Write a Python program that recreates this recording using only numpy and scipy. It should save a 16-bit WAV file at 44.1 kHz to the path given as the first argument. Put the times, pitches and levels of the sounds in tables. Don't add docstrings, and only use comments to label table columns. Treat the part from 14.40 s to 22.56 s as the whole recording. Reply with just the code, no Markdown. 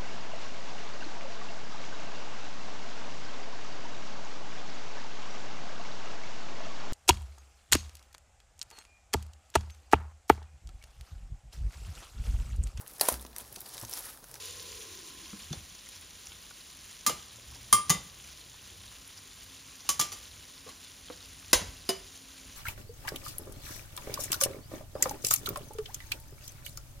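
import sys
import numpy as np
from scipy import signal
from scipy.fft import rfft, irfft
from scipy.io import wavfile

SR = 44100
rng = np.random.default_rng(int(sys.argv[2]) if len(sys.argv) > 2 else 0)


def store_pcm(level_fs):
    pcm = np.round(np.clip(level_fs, -1, 1) * 32767).astype(np.int16)
    wavfile.write(sys.argv[1], SR, np.atleast_2d(pcm).T)


def gain_from_decibels(decibels):
    exponent = np.asarray(decibels, float) / 20
    return 10 ** exponent


N = 359856

CROSS_HZ = 1040

# pitch_hz, level_db, t60_s (time to fade by 60 dB)
LID = [(315, -8, 0.05), (656, -3, 0.043), (1140, -6, 0.05), (3520, 13, 0.06), (4220, 9, 0.089),
       (4680, 4.5, 0.08), (5580, 1.5, 0.2), (5980, 12, 0.07), (6303, 6, .07), (7500, 2, 0.05)]
CAN = [(372, 8, 0.07), (505, 3, 0.13), (1017, -3, .2), (1098, 6, 0.07), (834, -3, .15), (1564, 8, 0.06),
       (2050, 7, .07), (2672, 9, 0.06), (2720, -8, .25), (2982, 0, 0.2), (3090, -2, .2), (3850, 4, 0.17),
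       (4694, -2, .15), (8430, 11, 0.078)]
FAR_WIRE = [(1065, -2, 0.12), (1148, 0, 0.13), (1195, 12, 0.16), (2097, 0, 0.16), (3186, 5, 0.12),
            (4148, 8, 0.09), (5372, 8, .06), (6070, 3, .06), (6309, 2, 0.1), (7020, 2, .08),
            (7488, 11, 0.08), (8870, 9, 0.09), (9262, 2, .12), (10917, 11, .07)]
FAR_REBOUND = [(487, 4, .1), (1145, 4, .12), (1192, 9, .19), (2099, -6, .19), (2915, 0, .25),
               (3186, 3, .15), (8333, 5, .1), (4150, -4, .2), (5264, -2, .12), (5620, -6, .25),
               (6266, -1, .15), (6790, -2, .25), (7472, 0, .2), (9092, 4, .1)]
FAR_DROP = [(168, -6, 0.19), (1090, -1, 0.2), (1140, 2, .2), (1195, 10.5, 0.26), (1275, -9, .08),
            (2094, 1.5, 0.17), (3189, 3, 0.18), (4770, -10, .24), (5184, 4, .07), (5612, -6, .15),
            (6411, 5, .06), (7020, -5, 0.17), (7697, 3, 0.17), (14300, 1, .12)]
FAR_HINGE = [(8350, 8, .16), (8540, 0, .1), (8790, 0, .2), (8885, 11, 0.14), (9105, 5, .13),
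             (9232, 14, .07), (9266, 5, .28), (9695, 5, .19), (10880, -8, .17), (11160, -8, .06),
             (13910, -8, .06)]
FAR_BOUNCE = [(172, -0.5, 0.15), (1138, 2, 0.25), (1195, 7, 0.15), (2024, 2, 0.2), (2777, -1, 0.18),
              (3022, 3, 0.1), (3190, -3, 0.24), (3594, 4, 0.27), (5550, 8, 0.056), (6170, 10, .07),
              (6530, 8, .1), (6650, -3, .26), (6870, 7, 0.17), (9135, 15, 0.08)]
FAR_EYE = [(6330, 3, .2), (7025, 3, .2), (7445, 8, .08), (8311, 2, .2), (8537, 10, .08), (8979, 8, .08),
           (9846, 8, .12)]
NEAR_WIRE = [(1132, 18, 0.13), (1205, 11, .13), (2995, 17, 0.1), (3133, 5, .12), (4161, 8, 0.07),
             (4893, 15, 0.085), (5097, 14, .06), (5634, 12, 0.13), (6303, 15, .07), (6401, 14, 0.1),
             (7070, 15, 0.1), (8871, 17, .08), (9329, 15, 0.12), (11540, 6, 0.12), ]
NEAR_BOUNCE = [(170, 1, 0.078), (1145, 5, 0.08), (1190, 4, 0.24), (3142, -6, 0.2), (4320, -3, .1),
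               (4963, -5, .17), (6233, 11, 0.08), (6320, -5, .25), (6800, 3, .15), (8397, 6, 0.09),
               (7197, 5, 0.09), (7720, 6, 0.13), (8850, 13, .07), (9124, 6, 0.12)]
NEAR_TWIST = [(1190, -6, .1), (3436, 13, .055), (7477, 6, .08), (14906, 6, .06), (3142, -2, .15),
              (5049, 0, .06), (6233, 2, .08), (7197, 2, .07), (9140, 4, .07)]
NEAR_SETTLE = [(1190, 2, .2), (3138, -6, 0.2), (3500, 0, .05), (4662, 3, 0.1), (4823, 3, .1),
               (5910, 6, 0.12), (5986, 9, .1), (7170, 8, 0.082), (8424, 6, .1), (9109, -3, 0.2),
               (13190, -8, 0.09)]
LOOP_LIFT = [(485, 3, .05), (1130, 3, .15)]
LOOP = [(1130, 5, 0.15), (2030, -2, .08), (3150, 1.5, 0.1), (4145, 3, 0.1), (5000, -2, .04),
        (5776, -3, 0.08)]
KNUCKLE = [(310, -2, .07), (495, 6, .08), (700, -1.5, .05), (880, -2.5, .04), (1100, -2.5, .04)]
FIRST_LEVER = [(4161, 10, .06), (4236, 4, .16), (4867, -10, .4), (4931, 4, .05), (5130, 6, .045),
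               (5216, 7, .045), (5765, 7, .04), (7730, 8, .07), (8960, 6, .14), (9183, 8, .06),
               (9356, -4, .24), (9711, 3, .12), (9841, -2, .17), (12850, -1.5, 0.062)]
SECOND_LEVER = [(300, 2, .08), (382, 11, 0.17), (680, 5, 0.15), (1044, 3, 0.052), (2975, 6, 0.16),
                (3840, 2, 0.14), (4150, -3, 0.074), (4769, 2, .04), (4931, 17, 0.06), (4920, -10, .3),
                (8338, 12, 0.06), (9390, 5, .1), (8936, 9, 0.08), (9684, -2, 0.1)]


def in_time(rows):
    s, *columns = np.transpose(rows)
    return [np.interp(np.arange(N) / SR, s, column) for column in columns]


def at_hz(points, hz, column=1):
    table = np.array(points, float)
    return np.interp(np.log(hz + 1), np.log(table[:, 0] + 1), table[:, column])


def rms_one(x):
    return x / np.sqrt(np.mean(x ** 2) + 1e-20)


def coloured(x, points):
    hz = np.fft.rfftfreq(N, 1 / SR)
    below = np.minimum(hz / points[0][0], 1) ** 3
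    return rms_one(irfft(rfft(x) * gain_from_decibels(at_hz(points, hz)) * below, N))


def drift(rate_hz):
    r = np.exp(-2 * np.pi * rate_hz / SR * 20)
    white = rng.standard_normal(N // 20 + 4002)
    slow = signal.lfilter([1], [1, -2 * r, r * r], white)[4000:]
    return np.interp(np.arange(N) / 20, np.arange(len(slow)), rms_one(slow))


def ring(clicks, hz, t60):
    r = gain_from_decibels(-60 / (t60 * SR))
    w = 2 * np.pi * hz / SR
    return signal.lfilter([0, np.sin(w)], [1, -2 * r * np.cos(w), r * r], clicks + 1e-18)


def add(out, s, sound):
    i = round(s * SR)
    out[i:i + len(sound)] += sound[:N - i]


def wavering(hz, level_db, width_hz):
    turn = 2 * np.pi * np.cumsum(hz) / SR
    return gain_from_decibels(level_db) * (drift(width_hz) * np.cos(turn) + drift(width_hz) * np.sin(turn))


def smooth_rise(s, width_s):
    return .5 + .5 * np.tanh((np.arange(N) / SR - s) / width_s)


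def sizzle(level_db):
    # pitch_hz, level_db (per Hz)
    frying = [(700, -10), (1100, -5.5), (1600, -4), (2300, -2.5), (3100, .8), (4000, .8), (4900, -1.5),
              (6300, 0.5), (8200, -1), (9800, -1.5), (11300, -11), (13000, -12.5), (15200, -7)] + [(15800, -17), (16100, -45)]
    bursts_per_s, size_spread_db, cycles = 3500, 2.6, 12.8
    sizes = gain_from_decibels(size_spread_db * np.minimum(rng.exponential(1, N), 6)) * rng.choice([-1, 1], N)
    clumping_db = 3.0 * drift(30) + 1.3 * drift(4)
    born = rng.random(N) < bursts_per_s * gain_from_decibels(clumping_db) / SR
    dealt = rng.integers(0, 16, N)
    fizz = np.zeros(N)
    for k, hz in enumerate(np.geomspace(900, 15500, 16)):
        fizz += ring(sizes * born * (dealt == k), hz, cycles / hz) * hz / 4000
    bed = rng.standard_normal(N) * gain_from_decibels(0.31 * drift(45))
    fry = coloured(rms_one(fizz) + bed, frying)
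    lows = signal.sosfiltfilt(signal.butter(2, 2400, fs=SR, output="sos"), fry)
    opening = np.clip((level_db + 53) / 14, 0, .45)
    return gain_from_decibels(level_db + 3.0) * (fry - opening * lows)


def spits():
    # start_s, peak_db, pitch_hz
    oil_spits = [(0.8789, -40, 5920), (0.9995, -46, 2770), (1.351, -35, 6600), (1.4674, -45, 6480),
                 (1.488, -35, 9700), (1.8697, -31, 5950), (1.919, -39, 3310), (2.1073, -40, 6600),
                 (2.2073, -38, 4150), (2.609, -37, 6370), (3.1557, -36.5, 5786), (4.1925, -46, 3020),
                 (4.4788, -42, 3980), (4.6765, -32.5, 9800), (4.782, -40, 5140), (5.1474, -40, 6300),
                 (5.257, -47, 6100), (5.4054, -36, 5940), (5.828, -41, 5840), (6.0985, -40, 6180),
                 (6.684, -39, 3160), (6.7246, -38, 4240), (6.8049, -39, 3850),
                 (0.93, -42, 1260), (2.109, -41.5, 1400), (2.985, -48.5, 620), (3.12, -47, 1040),
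                 (3.158, -47, 993), (4.142, -48, 1000), (1.47, -46, 2000)]
    out, t = np.zeros(N), np.arange(900) / SR
    for s, peak_db, hz in oil_spits:
        puff = rng.standard_normal(len(t)) * np.exp(-t / 0.0033)
        pop = ring(puff, hz, 14.0 / hz)
        add(out, s, gain_from_decibels(peak_db - 1.0) * pop / np.abs(pop).max())
    return out


def lowered_lid():
    # time_s, pitch_hz
    neck = [(0, 470), (.3, 465), (.45, 425), (.55, 371), (.7, 325), (.9, 275), (1.05, 208), (1.2, 150)]
    neck_hz, = in_time(neck)
    gap = (neck_hz - neck_hz[-1]) / (neck_hz[0] - neck_hz[-1])
    return neck_hz, gap, smooth_rise(1.06, width_s=0.15)


def can_air(neck_hz, shut):
    neck_db = -59 + np.log2(neck_hz / neck_hz[0]) - 25 * shut
    cross_db = -64.5 - 10 * shut
    neck_note = wavering(neck_hz, neck_db, width_hz=69)
    return neck_note + wavering(np.full(N, CROSS_HZ), cross_db, width_hz=49)


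def split_modes(modes):
    out = []
    for hz, level_db, t60 in modes:
        for k in (-1, 0, 1):
            near_hz = hz * (1 + .008 * k * rng.uniform(.4, 1.6))
            out.append((near_hz, level_db - 13 * abs(k), t60 * .5 ** abs(k)))
    return out


def ring_modes(touch, modes, modes_db, t):
    octaves = np.zeros((15, len(t)))
    for hz, level_db, t60 in modes:
        fed = abs(touch[:900] @ np.exp(2j * np.pi * hz * t[:900])) + .5
        octaves[int(np.log2(hz))] += gain_from_decibels(modes_db + level_db) * ring(touch, hz, t60) / fed
    return sum(signal.lfilter(*signal.butter(2, 2 ** k * .6, "high", fs=SR), octaves[k]) for k in range(7, 15))


def blows():
    # part, start_s, clatter_db, brightness_db_per_octave, thud_db, ring_db
    hits = [(LID, 1.127, -43, -2.5, -33, -50), (FAR_WIRE, 2.6635, -27, 5, -19, -37),
            (FAR_WIRE, 2.669, -27, 3, -30, -45), (FAR_WIRE, 2.674, -33, 2, -36, -48),
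            (FAR_REBOUND, 2.694, -34, -1.5, -38, -41), (FAR_DROP + FAR_HINGE, 3.3265, -23, 3, -19, -27),
            (FAR_HINGE, 3.333, -24, 3.1, -36, -38), (FAR_BOUNCE, 3.495, -26, 3.3, -34, -42),
            (FAR_BOUNCE + FAR_EYE, 3.501, -22, 1.5, -27, -35), (NEAR_WIRE, 5.4898, -26, 4.7, -35, -46),
            (NEAR_WIRE, 5.496, -32, 3.7, -46, -52), (NEAR_WIRE, 5.501, -34, 2, -46, -58),
            (NEAR_BOUNCE, 5.5935, -34, .8, -31, -39.5), (NEAR_BOUNCE, 5.597, -25, 3.2, -29, -40),
            (NEAR_TWIST, 5.611, -28, 2.9, -37, -42), (NEAR_SETTLE, 5.718, -43, 0, -45, -52),
            (NEAR_SETTLE, 5.725, -41, 1, -45, -56), (NEAR_SETTLE, 5.733, -47, 2, -52, -58),
            (LOOP_LIFT, 6.265, -55, -4, -40, -52), (LOOP_LIFT, 6.277, -52, -1.5, -47, -52),
            (LOOP, 6.288, -47, .6, -42, -51.5), (CAN + FIRST_LEVER, 7.13, -15.5, .6, -36, -30.5),
            (SECOND_LEVER, 7.490, -29, -0.46, -36, -38), (SECOND_LEVER, 7.496, -32, .5, -37, -45),
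            (KNUCKLE, 6.700, -54, -5, -53, -41)]
    strokes = [
        (LID, 5.447, -54, -2.4, -52, -70),
        (CAN, 7.212, -46, -2.2, -32, -65),
    ]
    # pitch_hz, level_db, crack_t60_s, tail_t60_s
    rattle = [(150, -17.5, 0.049, 0.39), (507, -8.5, 0.029, 0.31), (1530, -11, 0.038, 0.31),
              (3850, -6, 0.029, 0.16), (7140, 1.5, 0.038, 0.13), (9300, 1, 0.025, 0.25),
              (12000, -11.5, 0.022, 0.1), (15160, -4.5, 0.018, 0.088)]
    out, t = np.zeros(N), np.arange(SR // 4) / SR
    edges = 100 * 2 ** np.arange(0, 7.6, .5)
    centres = np.sqrt(edges[1:] * edges[:-1])
    bank = [signal.butter(2, pair, "band", fs=SR, output="sos") for pair in zip(edges, edges[1:])]
    crack, tail = (gain_from_decibels(-60 * t / at_hz(rattle, centres, column=k)[:, None]) for k in (2, 3))
    rise = 1 - np.exp(-(t / 0.0011) ** 2)
    dying = (crack + gain_from_decibels(-9.5) * (tail - tail[:, -1:])) * rise * np.sqrt(SR / centres)[:, None]
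    contacts = [(*row, 0.0035) for row in hits] + [(*row, .017) for row in strokes]
    shimmer_hz = np.geomspace(1800, 15500, 120) * rng.uniform(.99, 1.01, 120)
    for modes, s, clatter_db, bright_db, thud_db, modes_db, chatter_s in contacts:
        colour = [(170, thud_db)]
        colour += [(hz, clatter_db + bright_db * np.log2(hz / 3800)) for hz in (500, 9000)]
        touch = rng.standard_normal(len(t)) * (rng.random(len(t)) < .05)
        touch *= np.exp(-t / chatter_s) * np.minimum(t / 0.0017, 1)
        touch[40] += 1.6
        faint_db = -19.5 - modes_db + at_hz(colour, shimmer_hz) + at_hz(rattle, shimmer_hz)
        faint_db = faint_db + 3 * rng.standard_normal(120)
        faint_t60 = .24 * (4000 / shimmer_hz) ** .3 * rng.uniform(0.56, 1.27, 120)
        ringing = split_modes(modes) + list(zip(shimmer_hz, faint_db, faint_t60))
        sound = ring_modes(touch, ringing, modes_db, t)
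        white = rng.standard_normal((2, len(t)))
        for k, hz in enumerate(centres):
            band = signal.sosfilt(bank[k], white[k % 2] * dying[k])
            sound = sound + gain_from_decibels(at_hz(colour, hz) + at_hz(rattle, hz) - 1.5) * band
        add(out, s, sound * np.minimum((t[-1] - t) / .05, 1))
    return out


def bumps():
    # start_s, peak_db, pitch_hz, t60_s
    soft_contacts = [(0.929, -40.5, 204, 0.052), (1.107, -33, 155, 0.044), (1.169, -42, 98, 0.038),
                     (3.501, -27.5, 168, 0.037), (3.548, -41.5, 187, 0.027), (6.261, -51, 460, 0.036),
                     (7.145, -33, 50, 0.064), (7.21, -44, 180, .06), (7.28, -42, 68, .07)]
    out = np.zeros(N)
    for s, peak_db, hz, t60 in soft_contacts:
        push = np.zeros(SR // 3)
        push[0] = 1
        note = np.zeros(len(push))
        for k, share in ((1, 0.97), (1.5, 0.31), (2.3, 0.15)):
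            swell = ring(push, k * hz, t60)
            note += share * ring(swell, k * hz, t60)
        add(out, s, gain_from_decibels(peak_db + 3.5) * note / np.abs(note).max())
    return out


def echo(x, gap_s, t60):
    t = np.arange(SR // 3) / SR
    response = rng.standard_normal(len(t)) * gain_from_decibels(-60 * t / t60) * (t > gap_s)
    return signal.oaconvolve(x, response / np.sqrt(np.sum(response ** 2)))[:N]


def stove_rumble():
    # pitch_hz, level_db (per Hz)
    rumble_colour = [(12, -45), (20, -4.5), (65, 3.5), (97, 0.5), (114, -19), (151, -10), (393, -18),
                     (445, -19.5), (800, -22), (1040, -53), (1760, -120)]
    # peak_s, peak_db
    shakes = [(.3, -65), (.85, -64.5), (1.12, -59), (2.45, -64.5), (2.72, -62), (3.12, -60), (3.5, -56),
              (4.05, -63), (4.33, -62), (5.62, -61), (5.95, -65), (6.9, -58.5), (7.22, -51.5), (8.05, -62)]
    t, power = np.arange(N) / SR, gain_from_decibels(-66.5) ** 2
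    for s, peak_db in shakes:
        swell = np.exp(np.where(t < s, (t - s) / .06, (s - t) / .16))
        power = power + gain_from_decibels(peak_db) ** 2 * swell
    unsteady = gain_from_decibels(2.5 + 1.6 * drift(2.8))
    return np.sqrt(power) * unsteady * coloured(rng.standard_normal(N), rumble_colour)


def murmur():
    # pitch_hz, level_db (per Hz)
    murmur_colour = [(76, -44), (130, -1.5), (391, -9.5), (445, -9), (531, -10), (800, -16.5), (1040, -41),
                     (1760, -120)]
    return gain_from_decibels(-66) * coloured(rng.standard_normal(N), murmur_colour)


def fridge():
    hum = np.sqrt(2) * np.sin(2 * np.pi * 267.6 * np.arange(N) / SR)
    return smooth_rise(4.53, width_s=.12) * gain_from_decibels(-70 + 3.9 * drift(4.6)) * hum


def far_motor():
    # time_s, pitch_hz, level_db
    revs = [(0, 89.7, -63), (.5, 90, -76), (1.7, 87.3, -66), (2.4, 95, -87), (3.0, 115, -60.5),
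            (3.8, 134, -70), (4.2, 120.2, -62.5), (4.35, 101, -59.5), (4.7, 97.8, -65), (6.5, 90.3, -74),
            (8.16, 88, -63)]
    return wavering(*in_time(revs), width_hz=3.1)


def two_ports(mid, knocks, room_t60_s):
    # pitch_hz, lead_radians
    port_lead = [(0, 0), (2300, 0), (3300, .25), (4700, 0), (6500, 0), (7350, 1.0), (7750, 3.0),
                 (8650, 3.14), (8900, 2.4), (9150, 1.7), (10000, .9), (10700, 0), (13000, 0), (14000, -1.1),
                 (15500, -2.2), (16400, -2.5)]
    # pitch_hz, level_db
    diffuse = [(30, -27), (150, -21), (300, -11), (550, -9.5), (900, -5.5), (1300, -13), (1700, -26),
               (3500, -21), (5000, -32.5), (7000, -22), (8300, -34), (9500, -9), (11500, -21), (14500, -12)]
    hz = np.fft.rfftfreq(N, 1 / SR)
    lead = np.exp(.5j * at_hz(port_lead, hz))
    unlike = rfft(echo(mid, gap_s=0.00058, t60=0.091)) * gain_from_decibels(at_hz(diffuse, hz))
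    walls = signal.sosfilt(signal.butter(2, [300, 3600], "band", fs=SR, output="sos"), knocks)
    unlike = unlike + rfft(gain_from_decibels(-21.5) * echo(walls, gap_s=0.004, t60=room_t60_s))
    return np.array([irfft(rfft(mid) * lead + unlike, N), irfft(rfft(mid) / lead - unlike, N)])


def scene():
    room_t60_s = 0.5
    neck_hz, gap, shut = lowered_lid()
    shade = np.exp(-np.arange(N) / SR / 0.16)
    sizzle_db = -54 + 4.5 * np.sqrt(gap) + 5.0 * shade
    frying = sizzle(sizzle_db) + spits() + can_air(neck_hz, shut)
    knocks = blows() + bumps()
    softened = signal.lfilter(*signal.butter(1, 6000, fs=SR), knocks)
    room = gain_from_decibels(-15) * echo(softened, gap_s=0.0036, t60=room_t60_s)
    background = stove_rumble() + murmur() + fridge() + far_motor()
    return two_ports(frying + knocks + room + background, knocks, room_t60_s)


def band_limit(x):
    return signal.sosfilt(signal.butter(12, 16800, fs=SR, output="sos"), x)


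def record(dry):
    rounded = dry / (1 + np.abs(dry / .9) ** 6) ** (1 / 6)
    no_top = signal.sosfilt(signal.cheby2(14, 70, 16700, fs=SR, output="sos"), rounded)
    mix = signal.sosfilt(signal.butter(4, 36, "high", fs=SR, output="sos"), no_top)
    return band_limit(mix)


dry = scene()
out = record(dry)
store_pcm(out)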